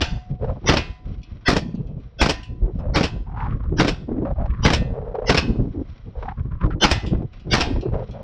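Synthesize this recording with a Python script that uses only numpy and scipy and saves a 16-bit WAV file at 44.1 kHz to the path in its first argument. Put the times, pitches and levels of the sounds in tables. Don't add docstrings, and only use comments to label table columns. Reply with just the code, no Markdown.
import sys
import numpy as np
from scipy import signal
from scipy.fft import rfft, irfft, next_fast_len
from scipy.io import wavfile
from scipy.ndimage import uniform_filter1d

SR = 44100
rng = np.random.default_rng(int(sys.argv[2]) if len(sys.argv) > 2 else 0)


def wav_record(signal):
    frames = np.transpose(np.atleast_2d(signal))
    bounded = np.clip(frames, -1, 1)
    quanta = np.round(bounded * 32767).astype(np.int16)
    wavfile.write(sys.argv[1], SR, quanta)


N = 362943

# frequency in Hz, relative density in dB.
HISS_COLOUR = [(290, -32.5), (500, -7.5), (932, -14.5), (1000, -12), (1120, -13.5), (2300, -19),
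               (3240, -21.5), (5530, -28), (6500, -42.5), (8450, -73.5), (14300, -120)]
TICK_COLOUR = [(1500, -33), (2600, -5.5), (3300, -5), (4300, -8), (5600, -9), (6500, -19), (10000, -42)]
WASH_COLOUR = [(410, -27.5), (700, 7.5), (1020, -0.5), (1260, -8), (1580, 1.5), (1660, -30), (1810, 2),
               (2140, -16.5), (2480, -3), (5200, -8.5), (14000, -63.5)]
KNOCK_COLOUR = [(290, -0.5), (500, -2), (1420, -6.5), (2130, -8), (2520, -3.5), (3670, -9), (4280, -11),
                (4650, -10.5), (5350, -5.5), (6590, -23), (7480, -23), (10700, -46), (14000, -53.5)]
BLAST_COLOUR = [(290, -3), (500, -9), (749, -6.5), (1240, -4.5), (1360, -6), (1500, -7.5), (1640, -9),
                (2160, -9.5), (3520, -15), (5500, -15.5), (6410, -28), (11400, -54.5), (14000, -67)]
# time in seconds, level in dB.
HISS_LEVELS = [(.2, -63), (.36, -67.5), (.45, -57), (1.101, -64), (1.4, -54), (1.8, -68.5), (2.1, -64),
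               (2.701, -68.5), (3.399, -65.5), (3.701, -74), (4.3, -76), (4.549, -69), (5.05, -68),
               (5.2, -70), (5.901, -58), (6.3, -59), (6.502, -73), (7.2, -67), (7.399, -61.5), (7.9, -63.5),
               (8.1, -55)]
# start and hold in seconds, rumble, buffet and roar in dB, roar's lower edge in Hz.
GUSTS = [(0.077, .1, -17.5, -30, -50, 590), (0.3, 0.036, -30, -30, -69, 416),
         (0.419, 0.03, -20, -26.5, -29, 413), (0.475, 0.03, -22, -27.5, -30.5, 520),
         (0.555, 0.015, -27.5, -29.5, -42.5, 514), (0.638, 0.072, -20.5, -24, -34.5, 315),
         (0.798, 0.099, -32, -38, -45, 320), (1.066, 0.079, -24.5, -32, -55, 227),
         (1.32, 0.053, -30, -34, -70, 233), (1.595, 0.21, -34.5, -33.5, -48.5, 143),
         (1.777, .2, -33.5, -30, -51.5, 415), (2.326, .08, -28.5, -38, -54, 234),
         (2.495, 0.097, -25, -34, -56, 233), (2.63, 0.066, -21, -29, -33, 317),
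         (2.724, 0.085, -33, -32, -58.5, 493), (2.793, 0.16, -17, -26, -39, 520),
         (3.121, 0.093, -26.5, -32, -46, 334), (3.27, .1, -28.5, -34.5, -43.5, 730),
         (3.372, 0.096, -25, -29, -31, 800), (3.485, 0.053, -19, -18.5, -39, 1030),
         (3.605, 0.11, -21, -31, -51.5, 1020), (3.724, 0.099, -22, -22.5, -33, 300),
         (3.894, 0.15, -28, -31.5, -46.5, 300), (4.09, 0.16, -29, -36, -31.5, 223),
         (4.231, 0.084, -23, -27, -31.5, 517), (4.368, 0.091, -21.5, -31, -35.5, 577),
         (4.467, 0.18, -26.5, -35, -46.5, 1020), (4.77, 0.14, -22, -23, -37, 447),
         (4.93, .2, -33, -37.5, -34.5, 432), (5.15, 0.19, -28.5, -38.5, -29.5, 433),
         (5.43, 0.18, -28, -21, -34, 223), (5.552, 0.12, -24.5, -23, -37, 221.4),
         (5.743, 0.07, -32, -40.5, -37, 240), (6.072, 0.034, -33, -32.5, -53, 424),
         (6.154, 0.088, -32, -49, -36.5, 435), (6.256, 0.056, -23, -34, -38, 744),
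         (6.38, 0.021, -18, -24, -46, 1040), (6.449, 0.013, -23.5, -27.5, -54.5, 1012),
         (6.51, 0.047, -21, -33, -50, 1000), (6.614, 0.05, -25, -24, -33.5, 1020),
         (6.65, 0.046, -18, -23, -31.5, 300), (6.708, 0.022, -21, -19.5, -37, 1210),
         (6.754, 0.026, -24.5, -34.5, -40, 300), (6.947, 0.032, -23.5, -31, -56, 300),
         (7.041, 0.038, -23, -23.5, -34, 300), (7.113, 0.047, -23, -20.5, -31, 300),
         (7.189, 0.038, -25, -26, -35.5, 300), (7.29, .13, -34, -43.5, -68, 300),
         (7.471, 0.052, -22, -21.5, -36, 300), (7.672, 0.12, -27.5, -34, -34.5, 236),
         (7.829, 0.061, -27, -29, -32, 340), (7.927, 0.091, -24, -26.5, -27.5, 439),
         (8.089, 0.03, -26, -29.5, -45.5, 432), (8.149, 0.062, -37, -34, -37, 494)]
# start in seconds, level in dB, lower corner in Hz.
SLAPS = [(0.422, -39, 425), (0.443, -25, 468), (0.499, -33, 552), (0.642, -32, 401), (2.658, -36.5, 408),
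         (2.806, -38, 570), (3.312, -49, 770), (3.366, -43, 754), (3.401, -29.5, 975), (3.458, -45, 912),
         (3.506, -39, 1080), (3.635, -35, 436), (4.251, -29, 630), (4.301, -34.5, 543), (4.457, -26, 417),
         (4.502, -37, 1130), (5.151, -27.5, 503), (6.184, -36.5, 454), (6.225, -21, 460), (6.287, -26, 790),
         (6.307, -34.5, 759), (6.396, -43.5, 444), (6.615, -45, 1110), (6.657, -22.5, 497),
         (6.704, -28.5, 681), (7.044, -32, 517), (7.147, -31.5, 565), (7.219, -33, 401),
         (7.696, -28.5, 416), (7.76, -24.5, 395), (7.942, -27, 533), (7.993, -28.5, 450)]
# frequency in Hz, level in dB, T60 in seconds.
STEEL_MODES = [(732, -26, 1.8), (1005, -22, .85), (1195, -13, .3), (1350, -16, .45), (1540, -16, .35),
               (1615, -14, .35), (1690, -14, .35), (1838, -13, .42), (2012, -14, .45), (2160, -13, .36),
               (2390, -11, .28), (2480, -10, .35), (2556, -11, .33), (2610, -11, .36), (2685, -10, .35),
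               (2870, -10, .28), (2945, -11, .26), (3190, -12, .34), (3400, -12, .25), (3560, -14, .35),
               (3910, -13, .25), (4200, -14, .33), (4350, -16, .22), (4600, -18, .28), (5050, -19, .25),
               (5400, -21, .2), (5790, -21, .2)]
# start in seconds, level in dB, T60 in seconds.
TICKS = [(1.178, -53, .03), (1.216, -48, .03), (1.231, -37.5, 0.076), (1.7494, -44, 0.065),
         (1.8705, -49, .04), (2.0, -52, 0.034), (2.4307, -32, 0.14), (2.79, -43.5, .07), (5.5603, -58, .08),
         (7.0625, -27.5, 0.17), (7.332, -43, .03), (7.397, -40.5, .08), (7.809, -33, .09),
         (8.1088, -40, 0.085)]
# start in seconds, level in dB, thud and push in relative dB.
BOLT_BACK = [(0.7349, -12, 3, -12), (1.5277, -16, 5.5, 2), (2.2592, -14.5, 7, -8.5), (3.0075, -16.5, 9, -8),
             (3.8466, -18.5, 11.5, 6), (4.702, -14.5, 6.5, -2.8), (5.3448, -14.5, 3, -4.5),
             (6.8855, -27.5, -14, 2.5), (7.5802, -20.5, 3, -5)]
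# start in seconds, level in dB, thud, push and wash in relative dB, treble lift
# in dB, ring level in dB, one emphasised ringing mode in Hz, its lift in dB, another such mode in Hz.
BOLT_SHUT = [(0.0144, -13.5, -21, 3.5, -14.5, -8, -28.5, 732, 14, 3400),
             (0.7691, -14.5, 3, 2, -22, -12.5, -27.5, 1005, 10.5, 2685),
             (1.5646, -16.5, 5, 0, -40, 1.5, -51, 1005, 15.5, 3560),
             (2.2947, -12.5, -1, -17.5, -23.5, 4, -31, 1005, 8, 1838),
             (3.0375, -14.5, -0.5, 2, -24.5, -4, -35.5, 2556, 9.5, 1005),
             (3.8796, -14.5, 2, -15.5, -23.5, -0.5, -37, 2610, 2.3, 3560),
             (4.7332, -11.5, 0.5, 2.5, -31.5, 2, -30, 1838, 10.5, 2556),
             (5.3748, -10.5, -9.5, 0, -20, -8.5, -29.5, 2556, 11, 2610),
             (6.9127, -13, -16, 6.5, -15, 6, -25.5, 2012, 5.5, 2556),
             (7.6077, -11.5, -30, -5, -14.5, -4, -28.5, 1838, 4.5, 2870)]
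# start in seconds, level in dB, thud and push in relative dB, treble lift in dB,
# swell lead in seconds, swell level in dB, swell peak in Hz.
BLASTS = [(0.6876, -10, -0.5, 0, -10, 0.035, -15, 3800), (1.4816, -11, 0.5, 1.5, 10, 0.034, -14.5, 1800),
          (2.213, -11.5, -2.5, 8.5, 8, 0.034, -19.5, 3200), (2.958, -14, 5, -9, 0, 0.026, -17.5, 830),
          (3.7958, -14, 7, -21, -1.5, 0.036, -23, 2400), (4.6504, -11.5, 1.8, 4, -3.7, 0.032, -20.5, 950),
          (5.2933, -12, 3.5, 3.5, 0, 0.041, -21.5, 3200), (6.8381, -10, -6.5, -5.5, -7, 0.042, -10, 3100),
          (7.5339, -10.5, -6, -19, 2.5, 0.037, -15.5, 3600)]

RUSTLES_PER_S, RUSTLE_DECAY_S, RUSTLE_SIZE = 27, 0.006, 0.57
GUST_RISE_DB_PER_S = 898.5
GUST_FALL_DB_PER_S, LULL_DB = (249.5, 351.5, 550.5), (-39, -47.5, -64)
SLAP_T60_S, WASH_T60_S = 0.045, 0.39
TICK_RING_DB, OTHER_MODE_LIFT_DB = -14.5, 6
BAND_LIMIT_HZ = 14200


def gain_of(db):
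    return 10 ** (np.asarray(db) / 20)


def unit_rms(x):
    return x / np.sqrt(np.mean(x ** 2) + 1e-20)


def onset(t, tau_s):
    return 1 - np.exp(-t / tau_s)


def add(mix, start_s, sound):
    part = mix[max(round(start_s * SR), 0):][:len(sound)]
    part += sound[:len(part)]


def noise(colour, size, patchy_db=0.):
    points_hz, points_db = np.transpose(colour)
    hz = np.fft.rfftfreq(size, 1 / SR)
    bumps = np.interp(hz, np.arange(80) * 220., rng.uniform(-np.sqrt(3), np.sqrt(3), 80))
    smooth_db = np.interp(np.log(hz + 1), np.log(points_hz), points_db)
    shape = gain_of(smooth_db + patchy_db * bumps) * (hz < points_hz[-1])
    return unit_rms(irfft(rfft(rng.standard_normal(size)) * shape, size))


def flutter(rate_hz, size):
    return noise([(1, 0), (rate_hz, 0), (rate_hz * 2, -30)], size)


def treble_shelf(colour, lift_db):
    hz, db = np.transpose(colour)
    return np.transpose([hz, db + lift_db * np.clip(np.log2(hz / 5000), 0, 1)])


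def field_hiss():
    size = next_fast_len(N)
    level_db = np.interp(np.arange(N) / SR, *np.transpose(HISS_LEVELS)) + 3.5 * flutter(7, size)[:N]
    hiss = noise(HISS_COLOUR, size, patchy_db=-2.5) * gain_of(1.4 * flutter(28, size))
    impulses = (rng.random(N) < RUSTLES_PER_S / SR) * rng.exponential(1, N) * RUSTLE_SIZE
    rustles = signal.lfilter([1], [1, -np.exp(-1 / (RUSTLE_DECAY_S * SR))], impulses)
    rustles = uniform_filter1d(uniform_filter1d(rustles, size=100), size=100)
    return (gain_of(level_db) * (0.67 + rustles) + gain_of(-77)) * hiss[:N]


def gusts(t):
    start_s, hold_s, *layers_db, edge_hz = np.transpose(GUSTS)[:, :, None]
    early_db = GUST_RISE_DB_PER_S * np.maximum(start_s - t, 0)
    late_s = np.maximum(t - start_s - hold_s, 0)
    each_db = [db - early_db - fall * late_s for db, fall in zip(layers_db, GUST_FALL_DB_PER_S)]
    levels_db = [np.maximum(db.max(0), lull_db) for db, lull_db in zip(each_db, LULL_DB)]
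    return levels_db, edge_hz[each_db[2].argmax(0), 0]


def wind_roar(size):
    crackle = rng.standard_normal(N) * gain_of(3.2 * flutter(230, size)[:N])
    hz, frames_s, spectra = signal.stft(unit_rms(crackle), SR, nperseg=1024, noverlap=768)
    _, edge_hz = gusts(frames_s)
    fall_db_per_octave = 18 + np.log2(edge_hz / 400)
    octaves = np.log2((hz[:, None] + 1) / edge_hz)
    shape = gain_of(-fall_db_per_octave * np.maximum(octaves, 0) + np.clip(160 * octaves, -24, 0))
    shape *= gain_of(1.7 * np.exp(-(octaves / 0.2) ** 2))
    shape /= np.sqrt(np.sum(shape[8:38] ** 2, 0) / 512)
    return signal.istft(spectra * shape, SR, nperseg=1024, noverlap=768)[1][:N]


def wind():
    grid_s = np.arange(0, N, 64) / SR
    levels_db, _ = gusts(grid_s)
    rumble_db, buffet_db, roar_db = (np.interp(np.arange(N) / SR, grid_s, db) for db in levels_db)
    size = next_fast_len(N)
    rumble = noise([(10, -15.5), (22, 9), (45, 16), (90, 8.5), (130, 0), (250, -54.5)], size)
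    buffet = noise([(70, -22.5), (115, 4.5), (200, -4.5), (330, -18), (500, -22.5), (1200, -50.5)], size)
    lumps, flaps = flutter(11, size), flutter(33, size)
    rumble = unit_rms(rumble * gain_of(5.1 * lumps))[:N]
    buffet = unit_rms(buffet * gain_of(2.8 * lumps + 2.8 * flaps))[:N]
    roar = wind_roar(size) * gain_of(2.76 * flaps[:N] + 1.2 * flutter(60, size)[:N])
    mix = gain_of(rumble_db) * rumble + gain_of(buffet_db) * buffet + gain_of(roar_db) * roar
    return signal.sosfilt(signal.butter(10, 5900, fs=SR, output="sos"), mix)


def wind_slaps():
    out, t = np.zeros(N), np.arange(4096) / SR
    for start_s, db, hz in SLAPS:
        colour = [(hz / 2, -25), (hz, -3), (2.1 * hz, 0), (3.1 * hz, -14), (5900, -40)]
        envelope = gain_of(db - 60 * t / SLAP_T60_S) * onset(t, 0.0025)
        add(out, start_s, noise(colour, len(t)) * envelope)
    return out


def tick(db, t60_s):
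    t = np.arange(8192) / SR
    hz, mode_db, mode_t60_s = np.transpose([mode for mode in STEEL_MODES if mode[0] > 2300])[:, :, None]
    spread, phase = rng.standard_normal((2, len(hz), 1))
    envelopes = gain_of(TICK_RING_DB + mode_db + 4 * spread - 60 * t / mode_t60_s)
    modes = envelopes * np.sin(2 * np.pi * (hz * t + phase))
    click = noise(TICK_COLOUR, len(t), patchy_db=9) * gain_of(-11.5 - 60 * t / t60_s)
    return gain_of(db) * (click + modes.sum(0)) * onset(t, 0.00087)


def steel_ring(db, one_hz, lift_db, other_hz):
    t = np.arange(24576) / SR
    hz, mode_db, t60_s = np.transpose(STEEL_MODES)[:, :, None]
    spread, detune, phase, beat_rate, beat_phase = rng.standard_normal((5, len(hz), 1))
    is_one, is_other = (abs(hz - f) == abs(hz - f).min() for f in (one_hz, other_hz))
    start_db = db + mode_db + lift_db * is_one + OTHER_MODE_LIFT_DB * is_other + 2.5 * spread
    beats = 1 + 0.24 * np.sin(2 * np.pi * (0.0024 * hz * beat_rate * t + beat_phase))
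    tones = np.sin(2 * np.pi * (hz * (1 + 0.0022 * detune) * t + phase))
    modes = gain_of(start_db - 60 * t / t60_s) * beats * tones
    return modes.sum(0) * onset(t, 0.0025)


def blow(db, thud_db, push_db, colour, t60_s, wash_db, push_hz):
    t = np.arange(16384) / SR
    rattle = gain_of(3.2 * np.tanh(flutter(92, len(t))))
    crack_envelope = gain_of(-60 * (t / t60_s) ** 1.142) * rattle + 0.9 * np.exp(-t / 0.00079)
    crack = noise(colour, len(t), patchy_db=2) * crack_envelope
    thud_colour = [(60, -16), (130, 2), (250, -4.5), (500, -5.5), (1000, -19.5), (1600, -36.5),
                   (2500, -63)]
    thud = noise(thud_colour, len(t)) * gain_of(thud_db - 60 * t / (1.01 * t60_s))
    push = gain_of(push_db) * np.cos(2 * np.pi * push_hz * t) * np.exp(-t / 0.015)
    wash_envelope = gain_of(wash_db - 60 * t / WASH_T60_S) * rattle ** 0.5
    wash = noise(WASH_COLOUR, len(t), patchy_db=5.5) * wash_envelope
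    return gain_of(db) * onset(t, 0.0012) * (crack + (thud + push) * onset(t, 0.002) + wash)


def swell(lead_s, db, hz):
    progress = np.arange(4096) / SR / lead_s
    colour = [(200, -8), (hz / 2, -3), (hz, 0), (3900, -9), (5300, -2), (6100, -8), (6500, -45)]
    envelope = np.where(progress < 1, progress ** 2, np.exp(-(progress - 1) * 8))
    return gain_of(db) * noise(colour, len(progress), patchy_db=9.5) * envelope


def gun():
    out = np.zeros(N)
    for start_s, db, thud_db, push_db, lift_db, lead_s, swell_db, swell_hz in BLASTS:
        colour = treble_shelf(BLAST_COLOUR, lift_db)
        add(out, start_s - lead_s, swell(lead_s, swell_db, swell_hz))
        add(out, start_s, blow(db, thud_db, push_db, colour, t60_s=0.15, wash_db=-14, push_hz=55))
    for start_s, db, thud_db, push_db in BOLT_BACK:
        knock = blow(db, thud_db, push_db, BLAST_COLOUR, t60_s=0.055, wash_db=-18.5, push_hz=289)
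        add(out, start_s, knock)
    for start_s, db, thud_db, push_db, wash_db, lift_db, *ringing in BOLT_SHUT:
        colour = treble_shelf(KNOCK_COLOUR, lift_db)
        feed = blow(db - 11, thud_db + 5, 2, colour, t60_s=0.13, wash_db=-39.5, push_hz=300)
        slam = blow(db, thud_db, push_db, colour, t60_s=0.065, wash_db=wash_db, push_hz=72)
        bounce = blow(db - 14.5, thud_db - 3, 5.9, colour, t60_s=0.13, wash_db=wash_db, push_hz=70.5)
        add(out, start_s - 0.008, feed)
        add(out, start_s, slam)
        add(out, start_s + 0.012, bounce)
        add(out, start_s, steel_ring(*ringing))
    for start_s, db, t60_s in TICKS:
        add(out, start_s, tick(db, t60_s))
    return out


def scene():
    return (gun() + wind() + wind_slaps() + field_hiss())[None]


def record(dry):
    clipped = 0.95 * np.tanh(dry / 0.95)
    lowpass = signal.firwin(511, BAND_LIMIT_HZ, window=("kaiser", 9), fs=SR)
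    return signal.oaconvolve(clipped, lowpass[None], "same")


dry = scene()
out = record(dry)
wav_record(out)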